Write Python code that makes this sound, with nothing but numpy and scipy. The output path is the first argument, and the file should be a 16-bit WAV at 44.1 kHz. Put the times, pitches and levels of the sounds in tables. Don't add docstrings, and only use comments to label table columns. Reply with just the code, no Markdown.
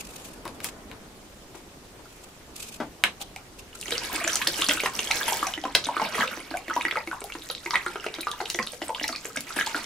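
import sys
import numpy as np
from scipy import signal
from scipy.fft import rfft, irfft, next_fast_len
from scipy.io import wavfile
from scipy.ndimage import uniform_filter1d, map_coordinates

SR = 44100
rng = np.random.default_rng(int(sys.argv[2]) if len(sys.argv) > 2 else 0)


def dump_mix(stems):
    frames = np.atleast_2d(stems).T
    limited = np.clip(frames, -1, 1)
    pcm = np.round(limited * 32767).astype(np.int16)
    wavfile.write(sys.argv[1], SR, pcm)


def gain_from_db(level_db):
    decades = np.asarray(level_db, float) / 20
    return 10 ** decades


N = 434385

# time in seconds, level in dB.
RUMBLE_LEVEL = [(0.0, -55), (0.6, -55), (2.0, -60.5), (4.58, -55), (9.85, -62)]
# time in seconds, level in dB.
FEET_LEVEL = [
    (0.0, -49),
    (0.91, -48.5),
    (1.3, -64),
    (3.8, -62),
]
# middle in seconds, half length in seconds, level in dB.
HAND_STROKES = [(0, 0.073, -45), (0.193, 0.26, -48), (0.55, 0.039, -59), (0.668, 0.048, -35.5),
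                (1.566, 0.031, -50), (2.185, 0.22, -57.5), (2.57, 0.044, -47), (2.63, 0.07, -41.5),
                (2.729, 0.064, -43), (3.219, 0.024, -39.5), (3.598, 0.019, -44), (3.762, 0.029, -48.5)]
# frequency in Hz, density in dB per Hz.
RUMBLE_COLOUR = [(12, -28), (20, -7.5), (43, 5), (65, -2), (171, -5.5), (200, -5), (260, -33), (440, -120)]
AIR_COLOUR = [(88, 0), (150, -0.5), (385, 2), (496, -2), (679, -3.5), (1520, -9), (7580, -15),
              (15100, -23.5), (16300, -40)]
CLOTH_COLOUR = [(710, -36), (1200, -4), (1910, -13), (2480, 3.5), (3050, -1), (5410, -2.5), (7330, 0.5),
                (15000, -9.5), (16000, -32)]
FEET_COLOUR = [(76, -40), (130, -13), (263, -2), (324, -8), (441, -5), (1800, -17), (2340, -24),
               (3960, -120)]

# frequency in Hz, left-right likeness from 0 to 1.
PORT_LIKENESS = [(40, 0.95), (120, 0.9), (300, 0.93), (700, 0.65), (1500, 0.14), (4000, 0.015)]
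# frequency in Hz, 60 dB decay time in seconds.
SHOP_DECAY = [(250, 0.26), (2000, 0.14), (6000, 0.19), (14000, 0.095)]
# delay in seconds, level in dB.
NEAR_ECHOES = [
    (.0013, -13),
    (.0031, -12),
    (.017, -24),
]
# frequency in Hz, left minus right in dB.
PORT_BALANCE = [(60, -3), (300, -0.5), (700, 2), (2400, -2), (8000, .5), (15000, 2.5)]

# start in seconds, peak in dB, thud in dB, snap in dB, left minus right in dB.
PLASTIC_CLICKS = [(0.453, -55, 27.5, 22.5, 3), (0.478, -31, -35, 0.5, 4), (0.603, -26.5, -21, -10, 4),
                  (0.644, -21.5, -11.5, 8, 1), (0.687, -29, -22, -20, 4), (0.914, -29, -13, -13, 7),
                  (1.545, -52, 13.5, -20, 6), (1.99, -57, 11, -20, 10), (2.565, -49.5, -20, 16, 1),
                  (2.801, -38, 18.5, -7, 3), (3.0377, -1, -24, -11, 0.5), (5.7525, -8, -22, -3.5, 1)]
# frequency in Hz, width in Hz, level in dB.
SHELL_MODES = [(800, 940, -6.5), (1680, 390, 3), (2260, 570, 3.5), (3020, 600, 1), (3800, 620, -4)]
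HOLLOW_MODES = [(204, 320, -3), (340, 180, 3.5), (970, 450, 1), (2900, 16000, -11)]

# time in seconds, level in dB.
FLOW_LEVEL = [(3.78, -56.5), (3.97, -32), (4.35, -29), (4.73, -31), (4.92, -33), (5.3, -30.5), (5.6, -38),
              (5.87, -35.5), (6.25, -28), (6.44, -41), (6.82, -40), (7.1, -46.5), (7.58, -50), (8.1, -36.5),
              (8.7, -52), (9.1, -45), (9.29, -45), (9.67, -32)]
# time in seconds, spray over churn in dB.
SPRAY_OVER_CHURN = [(3.78, 17), (3.97, -6.5), (5.2, 0.5), (5.5, -8), (6.2, -12.5), (7.4, 4.5), (8.2, -11.5),
                    (8.6, 9), (9.7, -6.5)]
# frequency in Hz, density in dB per Hz.
CHURN_COLOUR = [(120, -47), (200, 21), (749, 19), (904, 16), (980, 6), (2350, -19), (5000, -30),
                (6500, -18), (11000, -120)]
SPRAY_COLOUR = [(1470, -8), (2500, -4.5), (4580, -12), (5970, -13), (11700, -10), (15200, -24),
                (16000, -51)]

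# start in seconds, peak in dB.
SPLAT_DROPS = [(3.215, -30), (3.362, -32.5), (3.813, -25), (3.908, -21.5), (4.276, -27), (4.332, -25),
               (4.357, -15), (4.475, -17), (4.616, -21), (4.69, -20), (5.28, -26), (5.371, -18.5),
               (5.469, -29), (6.571, -26), (7.241, -25), (7.489, -31), (8.212, -21.5), (8.315, -27.5),
               (8.501, -18), (9.079, -24.5), (9.247, -31), (9.364, -27), (9.407, -22)]
# start in seconds, peak in dB, frequency in Hz.
RISING_CAVITIES = [
    (4.173, -44, 1002),
    (4.202, -35, 2240),
    (4.214, -40, 1650),
    (4.219, -40, 2240),
    (4.4, -37, 992),
]
# start in seconds, peak in dB, frequency in Hz.
NECK_STRIKES = [
    (5.75, -1, 3130),
    (5.7519, 2, 4400),
]
# start in
# seconds, peak in dB, frequency in Hz.
LONE_BUBBLES = [(4.213, -32.5, 680), (4.239, -29, 1460), (4.266, -29.5, 659), (4.416, -19, 1680),
                (4.475, -35, 556), (4.62, -24, 1153), (4.635, -34, 1400), (4.699, -28.5, 590),
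                (4.774, -25.5, 1470), (5.108, -27, 1240), (5.467, -28, 780), (5.639, -23.5, 744),
                (6.182, -20.5, 1130), (6.204, -23, 945), (6.205, -25, 1540), (6.231, -19, 1300),
                (6.237, -28, 513), (6.33, -28, 1420), (6.54, -29, 1520), (6.54, -26.5, 689),
                (6.699, -24, 1405), (6.963, -30, 543), (6.971, -25.5, 870), (7.243, -33, 776),
                (7.504, -31.5, 1360), (7.749, -24.5, 940), (8.043, -26, 1370), (8.334, -34.5, 940),
                (8.403, -27.5, 1385), (8.585, -33, 490), (8.816, -35, 1436), (8.903, -24, 866),
                (8.956, -32, 1050), (9.044, -29, 830), (9.091, -34, 664), (9.091, -27, 1350),
                (9.359, -27, 1570), (9.505, -29.5, 1340), (9.67, -24.5, 896), (9.745, -33, 880),
                (4.419, -21, 2520), (4.424, -21.5, 3600), (4.619, -15, 2900), (4.695, -16.5, 3380),
                (4.696, -18, 1970), (4.711, -19, 2040), (4.711, -14, 3200), (4.719, -20, 3200),
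                (4.86, -20.5, 2680), (5.231, -20.5, 3360), (5.333, -24, 3200), (5.47, -24.5, 2400),
                (5.577, -26.5, 1860), (5.639, -26, 3120), (5.856, -21, 3730), (6.275, -27.5, 3640),
                (6.278, -21.5, 2670), (6.572, -27, 2370), (6.682, -27, 1920), (6.819, -27, 3720),
                (6.883, -21.5, 2000), (6.912, -23, 3330), (6.964, -29, 2500), (7.074, -27, 2240),
                (7.301, -32, 2200), (7.421, -31, 3750), (7.58, -32, 3800), (7.708, -29, 1970),
                (7.708, -25.5, 3700), (7.739, -25, 3760), (7.743, -20, 1940), (7.862, -28, 2020),
                (8.067, -25, 2620), (8.085, -27.5, 2550), (8.231, -28, 2350), (8.404, -29.5, 2000),
                (8.458, -27, 2960), (8.501, -27, 4030), (8.545, -26, 3450), (8.548, -26, 1950),
                (8.825, -30, 3020), (9.042, -23, 3930), (9.09, -27, 1940), (9.373, -26, 3470),
                (9.611, -22.5, 2900), (9.668, -24.5, 3300), (9.764, -25, 4200),
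                (4.164, -26, 4180), (4.242, -17.5, 7000), (4.276, -24, 8960), (4.332, -16, 5670),
                 (4.357, -20, 5000), (4.358, -18, 8500), (4.37, -22, 5950), (4.484, -17.5, 4800),
                 (4.665, -19, 4300), (4.686, -24, 9000), (4.693, -19, 5100), (4.993, -19, 6200),
                 (5.113, -20, 9000), (5.191, -24, 6050), (5.281, -18, 9900), (5.846, -22, 5900),
                 (5.868, -24, 9100), (6.403, -31.5, 9400), (6.739, -26, 5900), (6.755, -29, 6100),
                 (7.206, -27, 8400), (7.513, -22, 10800), (7.758, -27, 9050), (7.863, -28, 8660),
                 (8.216, -30, 9700), (8.545, -20, 6100), (8.667, -26, 10200), (8.882, -24, 8300),
                 (9.033, -22, 5700), (9.088, -28, 6500), (9.126, -25, 4300), (9.256, -23, 7300),
                 (9.362, -22, 8750), (9.373, -24, 5730), (9.592, -26, 10100),
                (3.953, -26, 2960), (4.098, -29, 1000), (4.163, -24, 2460), (4.542, -23.5, 3070),
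                 (4.593, -28, 2900), (4.771, -24.5, 2640), (4.797, -24, 3700), (5.073, -22.5, 3270),
                 (5.109, -20.5, 3670), (5.154, -26, 2100), (5.172, -25, 5250), (5.391, -29, 3140),
                 (6.733, -27.5, 1940), (7.217, -39, 2250), (7.386, -34, 5630), (7.999, -29.5, 2830),
                 (8.983, -34, 1500), (9.011, -31, 1940), (9.13, -30, 1220), (7.297, -38.5, 1320),
                 (9.302, -39, 1290), (8.041, -34, 2740), (9.079, -27, 2700)]
# start in seconds, peak in dB, frequency in Hz.
BOTTLE_DRIPS = [
    (2.056, -49, 1370),
    (3.207, -41, 785),
    (3.215, -32, 3480),
    (3.362, -35, 2370),
    (3.362, -41.5, 766),
    (3.828, -34, 2730),
    (3.858, -34.5, 1980),
    (3.73, -42.5, 2900),
    (3.753, -45, 1340),
]
# start in seconds, peak in dB, frequency in Hz.
LARGE_POCKETS = [(4.18, -29.5, 1134), (4.709, -24, 1490), (4.858, -23, 1047), (5.105, -28.5, 820),
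                 (5.28, -27.5, 920), (5.322, -21.5, 836), (5.429, -18, 1180), (5.654, -27.5, 1034),
                 (5.888, -22, 951), (5.967, -20, 1240), (5.998, -21.5, 1030), (6.018, -19.5, 871),
                 (6.222, -21.5, 1610), (6.55, -29, 744), (6.708, -24.5, 1254), (6.765, -19.5, 977),
                 (6.957, -24.5, 1280), (7.114, -26.5, 1460), (7.13, -26.5, 1080), (7.707, -30, 1180),
                 (7.735, -23.5, 1035), (7.751, -25, 1310), (7.864, -23, 1375), (7.958, -29, 1350),
                 (8.27, -19.5, 1190), (8.403, -27.5, 810), (8.598, -26.5, 1056), (8.892, -30.5, 893),
                 (9.589, -19.5, 1680), (9.746, -23, 1404)]
# start in seconds, peak in dB, frequency in Hz.
MIDDLING_BUBBLES = [(9.152, -29.5, 2450), (3.907, -29.5, 2300), (4.201, -28, 1860), (4.246, -23.5, 2380),
                    (4.276, -22.5, 1710), (4.417, -29, 1920), (4.47, -26, 1760), (4.693, -17.5, 2660),
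                    (4.802, -21.5, 2450), (4.86, -20.5, 1830), (4.991, -20, 2820), (5.112, -17, 2320),
                    (5.212, -24, 1680), (6.05, -28.5, 2330), (6.146, -26.5, 1970), (6.208, -20, 1786),
                    (6.811, -23.5, 2430), (6.852, -17, 1886), (6.911, -21, 2050), (6.971, -23, 2010),
                    (7.322, -29, 2710), (7.662, -25.5, 2130), (7.756, -15, 2030), (8.064, -29.5, 2000),
                    (8.589, -19.5, 1980), (8.818, -26.5, 1960), (8.998, -25.5, 2830), (9.041, -22.5, 1960),
                    (9.371, -29, 2180), (9.611, -19.5, 1710)]
# start in seconds, peak in dB, frequency in Hz.
SMALL_BEADS = [(8.208, -28, 3980), (9.161, -27, 4460), (3.921, -24.5, 3300), (3.98, -20, 4870),
               (4.278, -19, 5940), (4.356, -18, 6170), (4.472, -17.5, 3550), (4.473, -17, 4830),
               (4.622, -18, 3510), (4.643, -22.5, 3230), (4.687, -18.5, 5860), (5.112, -22, 6000),
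               (5.33, -23.5, 5550), (5.469, -23.5, 5800), (5.538, -25, 3000), (5.841, -25, 4000),
               (7.501, -23.5, 3970), (7.55, -29, 3870), (7.708, -24, 4760), (7.756, -23, 3060),
               (8.141, -26.5, 3800), (8.316, -27.5, 3480), (8.456, -29, 3750), (8.501, -31, 2880),
               (8.628, -28, 4880), (8.672, -27, 3650), (8.948, -26.5, 3110), (9.037, -31, 4040),
               (9.081, -23.5, 5260), (9.663, -26, 4460)]
# start in seconds, peak in dB, frequency in Hz.
AIR_GULPS = [(3.885, -48.5, 363), (4.145, -45, 307), (4.246, -43.5, 331), (4.479, -43, 334),
             (4.59, -42, 337), (4.687, -36.5, 274), (4.747, -44, 332), (5.426, -44.5, 324),
             (5.576, -42.5, 318), (5.652, -39.5, 263), (5.869, -42, 263), (5.968, -41.5, 328),
             (6.373, -45.5, 342), (6.512, -43.5, 316), (6.681, -44, 317), (6.763, -44.5, 251),
             (6.849, -42.5, 326), (7.074, -42.5, 337), (7.352, -43, 333), (7.659, -42, 353),
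             (7.865, -44, 333), (8.185, -43.5, 320), (8.547, -43.5, 340), (8.818, -38.5, 299),
             (9.013, -44.5, 282), (9.097, -45, 261), (9.372, -41.5, 259), (9.565, -40.5, 315),
             (9.75, -43, 306)]
# start in seconds, peak in dB, frequency in Hz.
AIR_SIPS = [(3.922, -38, 480), (4.835, -36.5, 453), (4.992, -45, 420), (5.153, -47, 476),
            (5.321, -43.5, 438), (5.752, -38, 552), (6.152, -41, 448), (6.925, -43, 435), (7.217, -45, 393),
            (7.499, -47, 505), (7.957, -41, 413), (8.064, -38.5, 422), (8.272, -48.5, 462),
            (8.412, -39.5, 438), (8.733, -48, 474), (8.894, -43.5, 472), (9.253, -45.5, 434)]
# start in seconds, peak in dB, frequency in Hz.
POOL_HEAVES = [
    (6.023, -40, 195),
    (6.19, -36.5, 207),
    (8.591, -38.5, 220),
]


def unit(x):
    return x / np.sqrt(np.mean(x ** 2) + 1e-20)


def along(points, hz):
    f, v = np.transpose(points)
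    return np.interp(np.log(hz + 1), np.log(f + 1), v)


def curve(rows):
    s, db = np.transpose(rows)
    return np.interp(np.arange(N) / SR, s, db, left=-120)


def filtered(x, response):
    m = next_fast_len(x.shape[-1] + 8192)
    spectrum = rfft(x, m) * response(np.fft.rfftfreq(m, 1 / SR))
    return irfft(spectrum, m)[..., :x.shape[-1]]


def resonances(modes):
    def response(f):
        total = 0
        for k, (centre, width, db) in enumerate(modes):
            damping = 1j * f * width
            total = total + (-1) ** k * gain_from_db(db) * damping / (centre * centre - f * f + damping)
        return total
    return response


def rush(colour, patchy_db):
    z = signal.stft(rng.standard_normal((2, N)), nperseg=256)[2]
    patches = uniform_filter1d(rng.standard_normal(z.shape[1:]), 5, 0)
    patches = unit(uniform_filter1d(patches, 8, 1))
    pair = signal.istft(z * gain_from_db(patchy_db * patches), nperseg=256)[1][:, :N]

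    def mid_side(hz):
        turn = np.arccos(np.clip(along(PORT_LIKENESS, hz), -1, 1)) / 2
        return gain_from_db(along(colour, hz)) * [np.cos(turn), np.sin(turn)]

    mid, side = filtered(pair, mid_side)
    return unit(np.array([mid + side, mid - side]))


def rings(s, db, hz, t60, rise, attack, size):
    t = np.arange(size) / SR
    shape = np.shape(s)
    s, db, hz, t60, rise = (np.broadcast_to(v, shape)[:, None] for v in (s, db, hz, t60, rise))
    sway_hz = hz * (.05 + .07 * rng.random(s.shape))
    sway_start = 2 * np.pi * rng.random(s.shape)
    phase = 2 * np.pi * hz * t * (1 + rise * (t / t60 - .15))
    phase = phase + 0.7 * np.sin(2 * np.pi * sway_hz * t + sway_start)
    envelope = gain_from_db(db - 60 * t / t60) * (1 - np.exp(-t * hz / attack))
    wave = envelope * np.sin(phase)
    at = np.round(s * SR).astype(int) + np.arange(size)
    return np.bincount(at.ravel(), wave.ravel(), N + size)[:N]


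def slaps(s, db, hz, width_hz, t60):
    t = np.arange(500) / SR
    burst = gain_from_db(db[:, None] - 60 * t / t60) * rng.standard_normal((len(s), len(t)))
    at = np.round(s * SR).astype(int)[:, None] + np.arange(len(t))
    noise = np.bincount(at.ravel(), burst.ravel(), N + len(t))[:N]
    broad = resonances([(hz, 1.5 * width_hz, 0)])
    return filtered(noise, lambda f: broad(f) ** 2)


def background():
    t = np.arange(N) / SR
    strokes = sum(gain_from_db(db) * np.clip(1 - ((t - s) / half) ** 2, 0, 1) ** 2 for s, half, db in HAND_STROKES)
    catch = map_coordinates(rng.standard_normal(N // 100), [t * 110])
    hands = strokes * gain_from_db(5.5 * catch - 2) * rush(CLOTH_COLOUR, patchy_db=1.5)
    feet = gain_from_db(curve(FEET_LEVEL) - 1.5) * rush(FEET_COLOUR, patchy_db=1.5)
    far = gain_from_db(curve(RUMBLE_LEVEL)) * rush(RUMBLE_COLOUR, patchy_db=1.5)
    air = gain_from_db(-50.0 - 3.6 * np.clip(t - 5, 0, 1)) * rush(AIR_COLOUR, patchy_db=1.5)
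    return hands + feet + far + air


def shop(x, wet_db):
    out, step = np.zeros((2, N + SR)), 13230
    for k, (s, db) in enumerate(NEAR_ECHOES):
        for side in (0, 1):
            delay = round(s * SR) + 3 * ((k + side) % 2)
            out[side, delay:][:N] += gain_from_db(db) * x[side]
    for start in range(0, N, step):
        hz, t, z = signal.stft(rng.standard_normal((2, SR // 3)), SR, nperseg=256)
        decay = gain_from_db(-60 * t / along(SHOP_DECAY, hz)[:, None])
        tail = signal.istft(z * decay, SR, nperseg=256)[1]
        tail = tail + filtered(tail[::-1], lambda f: .9 * along(PORT_LIKENESS, f))
        tail = tail / np.linalg.norm(tail[0])
        wet = signal.fftconvolve(x[:, start:start + step], tail, axes=1)
        out[:, start + 200:][:, :wet.shape[1]] += gain_from_db(wet_db) * wet
    return out[:, :N]


def plastic_clicks():
    out, t = np.zeros((2, N + SR)), np.arange(6000) / SR
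    shell_response, hollow = resonances(SHELL_MODES), resonances(HOLLOW_MODES)
    bright = resonances([(4200, 1700, 0), (10500, 4000, -2)])

    def dull(hz):
        return hollow(hz) / (1 + 1j * hz / 2600) ** 2

    def peak(x):
        return x / np.abs(x).max()

    for s, db, thud_db, snap_db, pan_db in PLASTIC_CLICKS:
        burst = rng.standard_normal((3, len(t))) * gain_from_db(-60 * t / [[.017], [.13], [.009]])
        burst[0, 20] += 22
        shell = gain_from_db(1.0) * peak(filtered(burst[0], shell_response))
        thud = gain_from_db(thud_db) * peak(filtered(burst[1], dull))
        snap = gain_from_db(snap_db) * peak(filtered(burst[2], bright))
        level = gain_from_db(db + pan_db * np.array([[.5], [-.5]]))
        out[:, round(s * SR):][:, :len(t)] += level * (shell + thud + snap)
    return out[:, :N]


def lull():
    events = AIR_GULPS + AIR_SIPS + LARGE_POCKETS + MIDDLING_BUBBLES + SMALL_BEADS
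    stirred = np.sort([0] + [row[0] for row in events])
    t = np.arange(N) / SR
    since = t - stirred[np.searchsorted(stirred, t, side="right") - 1]
    calm_db, calm_s = 4, 0.03
    return uniform_filter1d(-calm_db * (1 - np.exp(-since / calm_s)), size=600)


def swarm(level_db, centre_hz, spread, cycles, scatter_db, count, size):
    u, g = rng.random((count, 3)), rng.standard_normal((count, 2))
    hz = np.clip(centre_hz * np.exp(spread * g[:, 0]), 200, 15000)
    t60 = np.minimum(cycles * np.exp(0.395 * g[:, 1]) / hz, size / SR)
    first_s = FLOW_LEVEL[0][0]
    s = first_s + u[:, 0] * (N / SR - first_s - .001)
    db = -scatter_db * np.log(u[:, 1] + .01)
    rise = 1.6 * u[:, 2] ** 1.5 - .1
    x = rings(s, db, hz, t60, rise, 3, size)
    return gain_from_db(level_db) * x / np.std(x[round(first_s * SR):])


def stream():
    churn_db = curve(FLOW_LEVEL)
    spray_db = churn_db + curve(SPRAY_OVER_CHURN)
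    waver = map_coordinates(rng.standard_normal(300), [np.arange(N) * 22 / SR])
    surge_db = 4 + lull() + 3 * waver
    spots = [swarm(churn_db + surge_db - 4, 2000, .5, 66, 3, count=3200, size=1500) for side in (0, 1)]
    drops = [swarm(spray_db + surge_db - 4, 7000, .45, 20, 4, count=1800, size=350) for side in (0, 1)]
    near = np.array([[0.27, 0.28], [0.037, 0.48]]) @ spots
    near = near + np.array([[0.65, 0.27], [0.094, 0.76]]) @ drops
    hiss = gain_from_db(churn_db + surge_db - 19) * rush(CHURN_COLOUR, patchy_db=3)
    hiss = hiss + gain_from_db(spray_db + 1.9 * surge_db - 14) * rush(SPRAY_COLOUR, patchy_db=2)
    return near, hiss


def splats():
    s, db = np.transpose(SPLAT_DROPS)
    hz = 6000 + 5000 * rng.random(len(s)) ** 2
    crack = slaps(s, db + 3, 6500, 9000, .0022)
    return crack + rings(s, db - 6, hz, 30 / hz, .2, .5, size=300)


def sweeps_and_strikes():
    s, db, hz = np.transpose(RISING_CAVITIES)
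    glides = rings(s, db + 4.5, hz, 130 / hz ** 0.95, .7, 10, size=5000)
    s, db, hz = np.transpose(NECK_STRIKES)
    return glides + rings(s, db, hz, 0.0017, -0.16, .1, size=600)


def froth():
    s, db, hz = np.transpose(LONE_BUBBLES)
    u = rng.random((len(s), 2))
    cycles = (55 + 4 * np.log2(hz / 1000)) * (0.51 + 0.56 * u[:, 0])
    notes = rings(s, db - 2.5, hz, cycles / hz, .35 * u[:, 1], 0.5, size=3000)
    return notes + slaps(s, db - 10.5, 3500, 5000, .005)


def bubbles():
    s, db, hz = np.transpose(BOTTLE_DRIPS + LARGE_POCKETS + MIDDLING_BUBBLES + SMALL_BEADS)
    u, g = rng.random((len(s), 7)), rng.standard_normal((len(s), 6))
    cycles = (58 - 3 * np.log2(hz / 1000)) * (0.71 + 0.58 * u[:, 6])
    out = rings(s, db - 1.0, hz, cycles / hz, 0.173, 1.0, size=4000)
    snap_db = db + 3 * np.log2(hz / 1700)
    out += rings(s, snap_db, 1.064 * hz, 13 / hz, 0.33, 0.067, size=1000)
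    out += slaps(s, db - 8, 2500, 4000, .004)
    for k in range(6):
        young_s = s + .11 * u[:, k] ** 1.3
        young_db = db - 10 - 13 * u[:, k]
        young_hz = np.clip(hz * np.exp(0.072 + 0.33 * g[:, k]), 400, 9000)
        out += rings(young_s, young_db, young_hz, 50 / young_hz, .2 + .2 * g[:, k - 1], 2, size=1500)
    return out


def glugs():
    s, db, hz = np.transpose(AIR_GULPS + AIR_SIPS + POOL_HEAVES)
    pocket = rings(s, db + 10.5, hz, 0.057, 0.091, 0.45, size=6000)
    return pocket + slaps(s, db + 21.0, 680, 1260, 0.018)


def scene():
    near, hiss = stream()
    pool = gain_from_db(4.5) * (glugs() + bubbles() + froth() + splats() + sweeps_and_strikes())

    def lead(hz):
        low_cut = hz ** 2 / (hz ** 2 + 130 ** 2)
        return low_cut * np.exp(2j * np.pi * hz * np.array([[1], [-1]]) * 1.1e-5)

    water = filtered(np.array([pool, pool]) + near, lead)
    plastic = plastic_clicks()
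    room = shop(gain_from_db(-2.0) * water + plastic, wet_db=-4.0)
    return water + plastic + room + hiss + background()


def low_pass(x):
    return signal.sosfilt(signal.butter(12, 16670, fs=SR, output="sos"), x)


def record(dry):
    def microphone(hz):
        top_db = along([(11000, 1.5), (15500, 1.0), (16300, -24)], hz)
        return gain_from_db(top_db + along(PORT_BALANCE, hz) * np.array([[.5], [-.5]]))

    x = filtered(dry, microphone)
    x = x / (1 + np.abs(x / .95) ** 6) ** (1 / 6)
    return low_pass(x)


dry = scene()
out = record(dry)
dump_mix(out)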